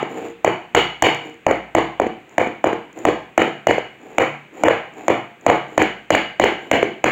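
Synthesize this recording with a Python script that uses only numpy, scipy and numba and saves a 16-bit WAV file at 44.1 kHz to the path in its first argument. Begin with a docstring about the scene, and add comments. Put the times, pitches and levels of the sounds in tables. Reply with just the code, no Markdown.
"""A hard workshop still rings from a mallet blow as a hand drags a small wet tyre round on the floor.
Then the rubber mallet taps on, about three blows a second: each a wet slap and a hollow, falling pop.
Right after each hit the tyre bottoms out, hops, lands and settles while the room answers loudly;
now and then the mallet drops back on it. Between some blows the hand drags it on, hissing and ticking.
Throughout, a phone close above ducks the hits with its limiter."""
import sys
import numpy as np
from scipy import signal
from scipy.fft import rfft, irfft
from scipy.io import wavfile
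from scipy.ndimage import uniform_filter1d, minimum_filter1d
from numba import njit

SR = 44100
rng = np.random.default_rng(int(sys.argv[2]) if len(sys.argv) > 2 else 0)


def wav_record(signal):
    """Record a signal, one row per channel, as 16-bit PCM in the file named by sys.argv[1]."""
    frames = np.transpose(np.atleast_2d(signal))
    bounded = np.clip(frames, -1, 1)
    # unit amplitude maps onto the largest positive 16-bit level
    quanta = np.round(bounded * 32767).astype(np.int16)
    wavfile.write(sys.argv[1], SR, quanta)


N = 313551

# mallet blows and the tyre's hop after each:
# (time [s], strength [dB], wet slap [dB], slap edge [dB], hop [s], landing knock [dB], landing clack [dB])
BLOWS = [(0.446, -4.5, -2.5, 2.5, 0.031, -16, -13), (0.7489, 0.5, 7, 5, 0.026, -14.5, -14),
         (1.0234, 1.5, 7.5, 8.5, 0.044, -15, -4.5), (1.4657, -1.5, -6, -13, .045, -16.5, -7.5),
         (1.7503, -0.9, -1.5, -2, 0.033, -17.5, -10), (1.9986, -6, -11.5, -3, 0.019, -18, -17.5),
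         (2.3811, -2, -4, -8, 0.032, -18.5, -14), (2.6415, -3, -7.5, 0, 0.029, -18.5, -12),
         (3.052, -1.5, -2, 3, 0.034, -15, -11.5), (3.3778, -1.5, 0.5, 3, .0402, -19, -6.5),
         (3.6699, 0, 1.5, 5.5, 0.04, -13.5, -5.5), (4.1832, -3, 0.5, -4.5, 0.035, -23.5, -10.5),
         (4.636, 0.5, 0, -4.5, 0.048, -5.5, 1), (5.0814, -1.5, -2, 1, .0201, -15, -13.5),
         (5.4646, 3, -0.5, -3.5, 0.036, -9.5, -1.5), (5.7782, 0.7, 1, 3, 0.04, -19, -1),
         (6.1047, 1.5, 3, 16.5, 0.045, -16.5, 3.5), (6.3983, 0.5, 2, 8, 0.041, -7.5, 4.5),
         (6.714, 2, 3.5, 1, 0.04, -20.5, -15), (7.0416, -4.5, 2.5, -4, 0.04, -25, -13)]
# the hand drags the tyre round: (start [s], length [s], starting level [dB])
DRAGS = [(0.058, .28, -32.5), (1.19, 0.16, -36.5), (2.256, 0.16, -43.5), (2.935, 0.15, -33),
         (3.972, 0.34, -40.5), (4.519, .17, -35), (4.913, 0.26, -37), (5.408, 0.11, -35),
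         (5.65, 0.18, -38.5), (6.578, .17, -40)]
# ring of the tyre and its jig on the floor: (frequency [Hz], relative level [dB], t60 [s])
TYRE_MODES = [(58.7, -43, 0.53), (114.7, -33.5, 0.26), (140.8, -38, 0.53), (176.3, -33, 0.21),
              (241.4, -32, 0.14), (301, -32.5, 0.11), (325.3, -21.5, 0.23), (353.2, -21.5, 0.21),
              (467, -19, 0.29), (523.3, -23, 0.26), (606, -26, 0.075), (705, -29, 0.39), (757, -25.5, 0.32),
              (842, -29.5, 0.1)]
# midrange body of the wet slap: (frequency [Hz], relative level [dB])
SLAP = [(200, -7.5), (700, 3), (1100, -3.5), (1450, 0), (1900, 2), (2300, 3.5), (2700, -12), (2920, -3.5),
        (3200, -15.5), (4000, -29), (4500, -26.5), (5200, -44), (9000, -49)]
# bright fizz of the splash, with the phone's own narrow peaks near 7 and 12 kHz:
# (frequency [Hz], relative level [dB])
FIZZ = [(2000, -0.5), (4300, -17.5), (5100, -21.5), (6200, -6.5), (6950, 6), (8200, -17.5), (10000, -25.5),
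        (11700, -31.5), (12300, -18), (13200, -25.5), (15500, -17)]

BOTTOM_S = .02335  # from a blow until the squashed tyre bottoms out


def mallet(walls, touch_s=0.001297, echo_change=0.87):
    """The hits with their reverb: the same walls, but echoes that change as tyre and arms move."""
    out, t = np.zeros(N), seconds(.1)
    for s, pop_db, slap_db, edge_db, *_ in BLOWS:
        hit = blow(s, pop_db, slap_db, edge_db)
        room = np.sqrt(1 - echo_change) * walls + np.sqrt(echo_change) * room_response()
        add(out, s, hit)
        add(out, s, signal.fftconvolve(hit, room))
        add(out, s, amp(pop_db - 22.5) * thump(t))
        # the water's sharpest crack beams straight up, so it stays dry
        add(out, s, amp(slap_db - 0.5) * splat(t, FIZZ, length_s=0.0002987))
        # the mallet meets the water film just before the rubber
        touch = amp(-17) * splat(t, FIZZ, length_s=0.00037) + amp(10) * splat(t, SLAP, length_s=0.0017)
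        add(out, s - touch_s, amp(slap_db) * touch)
    # open on the reverb tail of a blow a moment earlier
    add(out, -.1, signal.fftconvolve(blow(0, pop_db=0, slap_db=1, edge_db=-2), walls))
    return out


def blow(s, pop_db, slap_db, edge_db):
    """One hit: slap and splash for attack, a pop and a lower knock for body, tyre and steel for tail."""
    # steel parts on the floor, set ringing by the slap: (frequency [Hz], relative level [dB], t60 [s])
    steel_modes = [(2910, -37, 0.28), (2770, -35.5, 0.2), (2910, -29, 0.35), (2830, -46, 0.31),
                   (2272, -45, .3), (1926, -42, .3), (4470, -57, 0.4)]
    t = seconds(.6)
    hz = 735.5 + 9.5 * pop_db - 19.6 * s  # higher when hit harder, sinking as the work goes round
    body = amp(18.5) * pop(t, hz, rise_s=0.0015, decay_s=0.0018)
    body += amp(6.5) * pop(t, 0.48 * hz, rise_s=0.0018, decay_s=0.0022)
    ring_db = 4.5 + 0.31 * pop_db  # the rubber's ring grows more slowly than the blow
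    tyre = amp(ring_db) * ring(t, TYRE_MODES, detune=0.0194, scatter_db=3, swell_s=0.0059)
    steel = amp(edge_db / 2 - 13.5) * ring(t, steel_modes, detune=0.00082, scatter_db=0.5, swell_s=0.0056)
    slap = amp(14) * splat(t, SLAP, length_s=0.000607, edge_db=edge_db)
    splash = amp(3.5) * splat(t, FIZZ, length_s=0.00094)
    return amp(pop_db) * body + tyre + amp(slap_db) * (slap + steel + splash)


def pop(t, hz, rise_s, decay_s, bend=0.9, glide_s=0.0012):
    """Air squeezed from under the rubber: a few cycles that dive past hz as the tyre gives."""
    pitch = hz * (0.88 + bend * np.exp(-t / glide_s))
    envelope = (1 - np.exp(-(t / rise_s) ** 2)) * np.exp(-t / decay_s)
    return envelope * np.sin(2 * np.pi * np.cumsum(pitch) / SR)


def splat(t, points, length_s, edge_db=0, edge_hz=2720, size=4096, band_bins=24):
    """The water film bursts in a brief crackle, each band at its own moment; edge brightens it."""
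    bins = np.arange(size // 2 + 1)
    hz = bins * SR / size
    delay = np.interp(bins / band_bins, bins, length_s * rng.gamma(2, 1, len(bins)))
    phase = -2 * np.pi * np.cumsum(delay) * SR / size
    tilt = amp(edge_db / 2 * np.tanh(2 * np.log2((hz + 1) / edge_hz)))
    burst = irfft(tilt * np.exp(1j * phase))[:size // 2]
    return colour(np.pad(burst, (0, len(t) - len(burst))), points)


def ring(t, modes, detune, scatter_db, swell_s):
    """Modes bloom and fade; each strike point weights and detunes them a little."""
    tones = np.zeros(len(t))
    for hz, db, t60 in modes:
        gain = amp(db + scatter_db * rng.standard_normal())
        pitch = hz * (1 + detune * rng.standard_normal())
        tones += gain * np.sin(2 * np.pi * pitch * t) * np.exp(-np.log(1000) * t / t60)
    return tones * (1 - np.exp(-(t / swell_s) ** 2))


def thump(t, hz=106):
    """The low end: one slow swing as the squashed tyre bottoms out on the floor."""
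    press = np.exp(-((t - BOTTOM_S) / .008) ** 2)
    return np.sin(2 * np.pi * hz * (t - BOTTOM_S)) * press


def bounces(touch_s=0.001283):
    """The tyre bottoms out, hops, lands with a clack and settles; sometimes the mallet drops back."""
    # the mallet drops back on the tyre: (time [s], knock [dB], nominal pitch [Hz])
    mallet_drops = [(0.0279, -23.5, 377), (2.0664, -24.5, 330), (2.4708, -24.5, 350), (2.7303, -22, 380),
                    (3.4766, -27, 393), (3.7813, -20, 500), (5.5563, -24.5, 507), (6.5215, -27.5, 387),
                    (6.8288, -11, 416)]
    out = np.zeros(N)
    for s, pop_db, _, _, hop_s, knock_db, clack_db in BLOWS:
        lands = s + hop_s
        add(out, lands - touch_s, clack(clack_db))
        bottoming = (s + BOTTOM_S, pop_db - 25.5)
        settling = (lands + .48 * hop_s, knock_db - 15.5)  # one more hop, shorter and weaker
        for when, db in [bottoming, (lands, knock_db), settling]:
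            hz = (468 + db) * (1 + 0.1 * rng.standard_normal())  # harder is a touch higher
            add(out, when, rebound(db, hz))
    for s, knock_db, hz in mallet_drops:
        add(out, s - touch_s, clack(knock_db + 5.5))
        add(out, s, rebound(knock_db, hz))
    return out


def rebound(knock_db, hz):
    """A softer, lower knock of the same rubber, whose pitch drops steeply as it settles."""
    t = seconds(.4)
    knock = amp(24.5) * pop(t, hz, rise_s=0.0012, decay_s=0.002, bend=1.12)
    tyre = amp(2) * ring(t, TYRE_MODES, detune=0.0303, scatter_db=5.5, swell_s=0.0034)
    return amp(knock_db) * (knock + tyre)


def clack(clack_db):
    """Wet rubber claps together again: the bright transient just ahead of a knock."""
    t = seconds(.1)
    clap = amp(-8) * pop(t, 1858, rise_s=0.00061, decay_s=0.0018, bend=0.2)
    slap = amp(15) * splat(t, SLAP, length_s=0.0007095)
    splash = splat(t, FIZZ, length_s=0.0023)
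    return amp(clack_db) * (clap + slap + splash)


def drags(fade_s=0.069, swell_db_per_s=5.5, uneven_db=2, slips_per_s=900):
    """Rubber sticks and slips on the mat in dense little jerks, which hiss and set the tyre humming."""
    # low scrape of the drag, with a thin 7 kHz hiss coloured by the microphone:
    # (frequency [Hz], relative level [dB])
    drag_eq = [(60, -55.5), (170, -11.5), (320, 8), (520, -2.5), (780, -0.5), (1200, -16.5), (2300, -14),
               (3500, -29), (5200, -44), (6300, -35.5), (7050, -17.5), (8000, -41), (11000, -52),
               (12500, -41), (15000, -40)]
    t, force = np.arange(N) / SR, np.zeros(N)
    for start, length, db in DRAGS:
        swell_db = swell_db_per_s * np.clip(t - start, 0, length)  # the tyre gathers speed
        fade = np.clip(np.minimum(t - start, start + length - t) / fade_s, 0, 1)
        force += amp(db + swell_db) * fade
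    wobble = unit(uniform_filter1d(rng.standard_normal(N), 900))
    force *= amp(uneven_db * wobble)
    slips = (rng.random(N) < slips_per_s / SR) * rng.standard_normal(N)
    jerks = unit(unit(slips) + rng.standard_normal(N))
    tyre = ring(seconds(.5), TYRE_MODES, detune=.005, scatter_db=1, swell_s=.002)
    hum = signal.fftconvolve(force * jerks, tyre / np.linalg.norm(tyre))[:N]
    return force * colour(jerks, drag_eq) + amp(-7) * hum


def ticks(faint_per_s=16):
    """Wet rubber lets go of the mat: a few clear ticks, and faint ones sprinkled through every drag."""
    # the louder ticks of rubber unsticking: (time [s], level [dB])
    clear_ticks = [(1.147, -10), (1.297, -27), (1.557, -24), (2.294, -25.5), (2.929, -25), (2.989, -15)]
    out, t = np.zeros(N), seconds(.1)
    faint_ticks = [(start + length * rng.random(), db + 4 + 1.5 * rng.standard_normal())
                   for start, length, db in DRAGS for _ in range(round(faint_per_s * length))]
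    for s, db in clear_ticks + faint_ticks:
        add(out, s, amp(db) * splat(t, FIZZ, length_s=0.00033))
    return out


def room_response(predelay_s=0.011, build_s=0.0013, near_db=-11, bands=12):
    """Nearby things scatter a little at once; then the walls answer, each band dying at its own rate."""
    # the workshop's reverb: (frequency [Hz], relative level [dB], t60 [s])
    reverb = [(60, -11.5, 0.19), (153, -4.5, 0.62), (289.5, 0, 0.21), (579, -13.5, 0.4), (1095, -2, 0.41),
              (2056, -2, 0.46), (2965, 4.5, 0.36), (4560, 3.5, 0.77), (6160, -10, 0.2), (14900, -7, 0.3)]
    t = seconds(.8)
    late = np.maximum(t - predelay_s, 0)
    hz = np.arange(len(t) + 1) * SR / (2 * len(t))
    centres = np.geomspace(60, 15000, bands)
    band_position = np.interp(np.log(hz + 1), np.log(centres), np.arange(bands))
    noise, tail = rfft(rng.standard_normal(2 * len(t))), np.zeros(len(t))
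    for k, t60 in enumerate(on_log_axis(centres, reverb, column=2)):
        band = irfft(noise * np.maximum(1 - np.abs(band_position - k), 0))[:len(t)]
        tail += band * np.exp(-np.log(1000) * late / t60)
    # a cluttered room is diffuse: no narrow band stands out from its broad colour
    spectrum = rfft(tail, 2 * len(t))
    even = spectrum / np.sqrt(uniform_filter1d(np.abs(spectrum) ** 2, 90))
    swell = np.maximum(amp(near_db), 1 - np.exp(-late / build_s))
    return amp(2) * swell * irfft(even * amp(on_log_axis(hz, reverb)))[:len(t)]


def room_tone(level_db=-49):
    """The workshop's quiet air: a steady bed of noise."""
    # colour of the background noise: (frequency [Hz], relative level [dB])
    air_spectrum = [(25, -28.5), (60, -15), (140, -5), (350, 0), (800, -13.5), (1400, -11), (2500, -7),
                    (4000, -27), (5300, -40.5), (7000, -26.5), (10000, -44.5), (15000, -36)]
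    return amp(level_db) * unit(colour(rng.standard_normal(N), air_spectrum))


def amp(db):
    """Decibels to gain."""
    return 10 ** (np.asarray(db) / 20)


def unit(x):
    """Scale to rms 1."""
    return x / np.sqrt(np.mean(x ** 2))


def seconds(length):
    """A time axis."""
    return np.arange(int(length * SR)) / SR


def add(track, s, sound):
    """Mix a sound into a track at time s."""
    i = int(round(s * SR))
    part = sound[max(-i, 0):max(N - i, 0)]
    track[max(i, 0):max(i, 0) + len(part)] += part


def on_log_axis(hz, points, column=1):
    """Read one column of a spectrum table along log frequency."""
    points = np.array(points)
    return np.interp(np.log(hz + 1), np.log(points[:, 0]), points[:, column])


def colour(x, points, size=2048):
    """Minimum-phase EQ with the given curve and unit energy."""
    hz = np.arange(size // 2 + 1) * SR / size
    cepstrum = irfft(np.log(amp(on_log_axis(hz, points))))
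    cepstrum[1:size // 2] *= 2
    cepstrum[size // 2 + 1:] = 0
    response = irfft(np.exp(rfft(cepstrum)))
    return signal.fftconvolve(x, response / np.linalg.norm(response))[:len(x)]


def limit(x, ceiling, release_s, window):
    """Hold the peaks under the ceiling, looking half a window ahead."""
    needed = minimum_filter1d(np.minimum(1, ceiling / (np.abs(x) + 1e-9)), window)
    return x * uniform_filter1d(recover(needed, 1 / (release_s * SR)), window)


@njit
def recover(gain, step):
    """Gain drops at once and creeps back."""
    out, held = np.empty(len(gain)), 1.
    for i in range(len(gain)):
        held = min(gain[i], held + (1 - held) * step)
        out[i] = held
    return out


def scene():
    """The mix: blows, bounces and drags in the hard workshop, over its room tone."""
    walls, air = room_response(), room_tone()
    blows, dragging, knocks = mallet(walls), drags(), bounces() + ticks()
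    reverb_send = amp(-3.5) * knocks + amp(-5) * dragging
    echoes = signal.fftconvolve(reverb_send, walls)[:N]
    return (blows + dragging + knocks + echoes + air)[None]


def record(dry, low_cut_hz=46, high_cut_hz=15800):
    """The phone cuts the bass, ducks the hits, squashes remaining peaks cycle by cycle and cuts the top."""
    x = signal.sosfilt(signal.butter(3, low_cut_hz, "high", fs=SR, output="sos"), dry[0])
    x = limit(x, ceiling=amp(0.5), release_s=0.016, window=15)
    x = limit(x, ceiling=.92, release_s=.0005, window=11)
    return signal.sosfilt(signal.ellip(8, .2, 70, high_cut_hz, fs=SR, output="sos"), x)[None]


dry = scene()
out = record(dry)
wav_record(out)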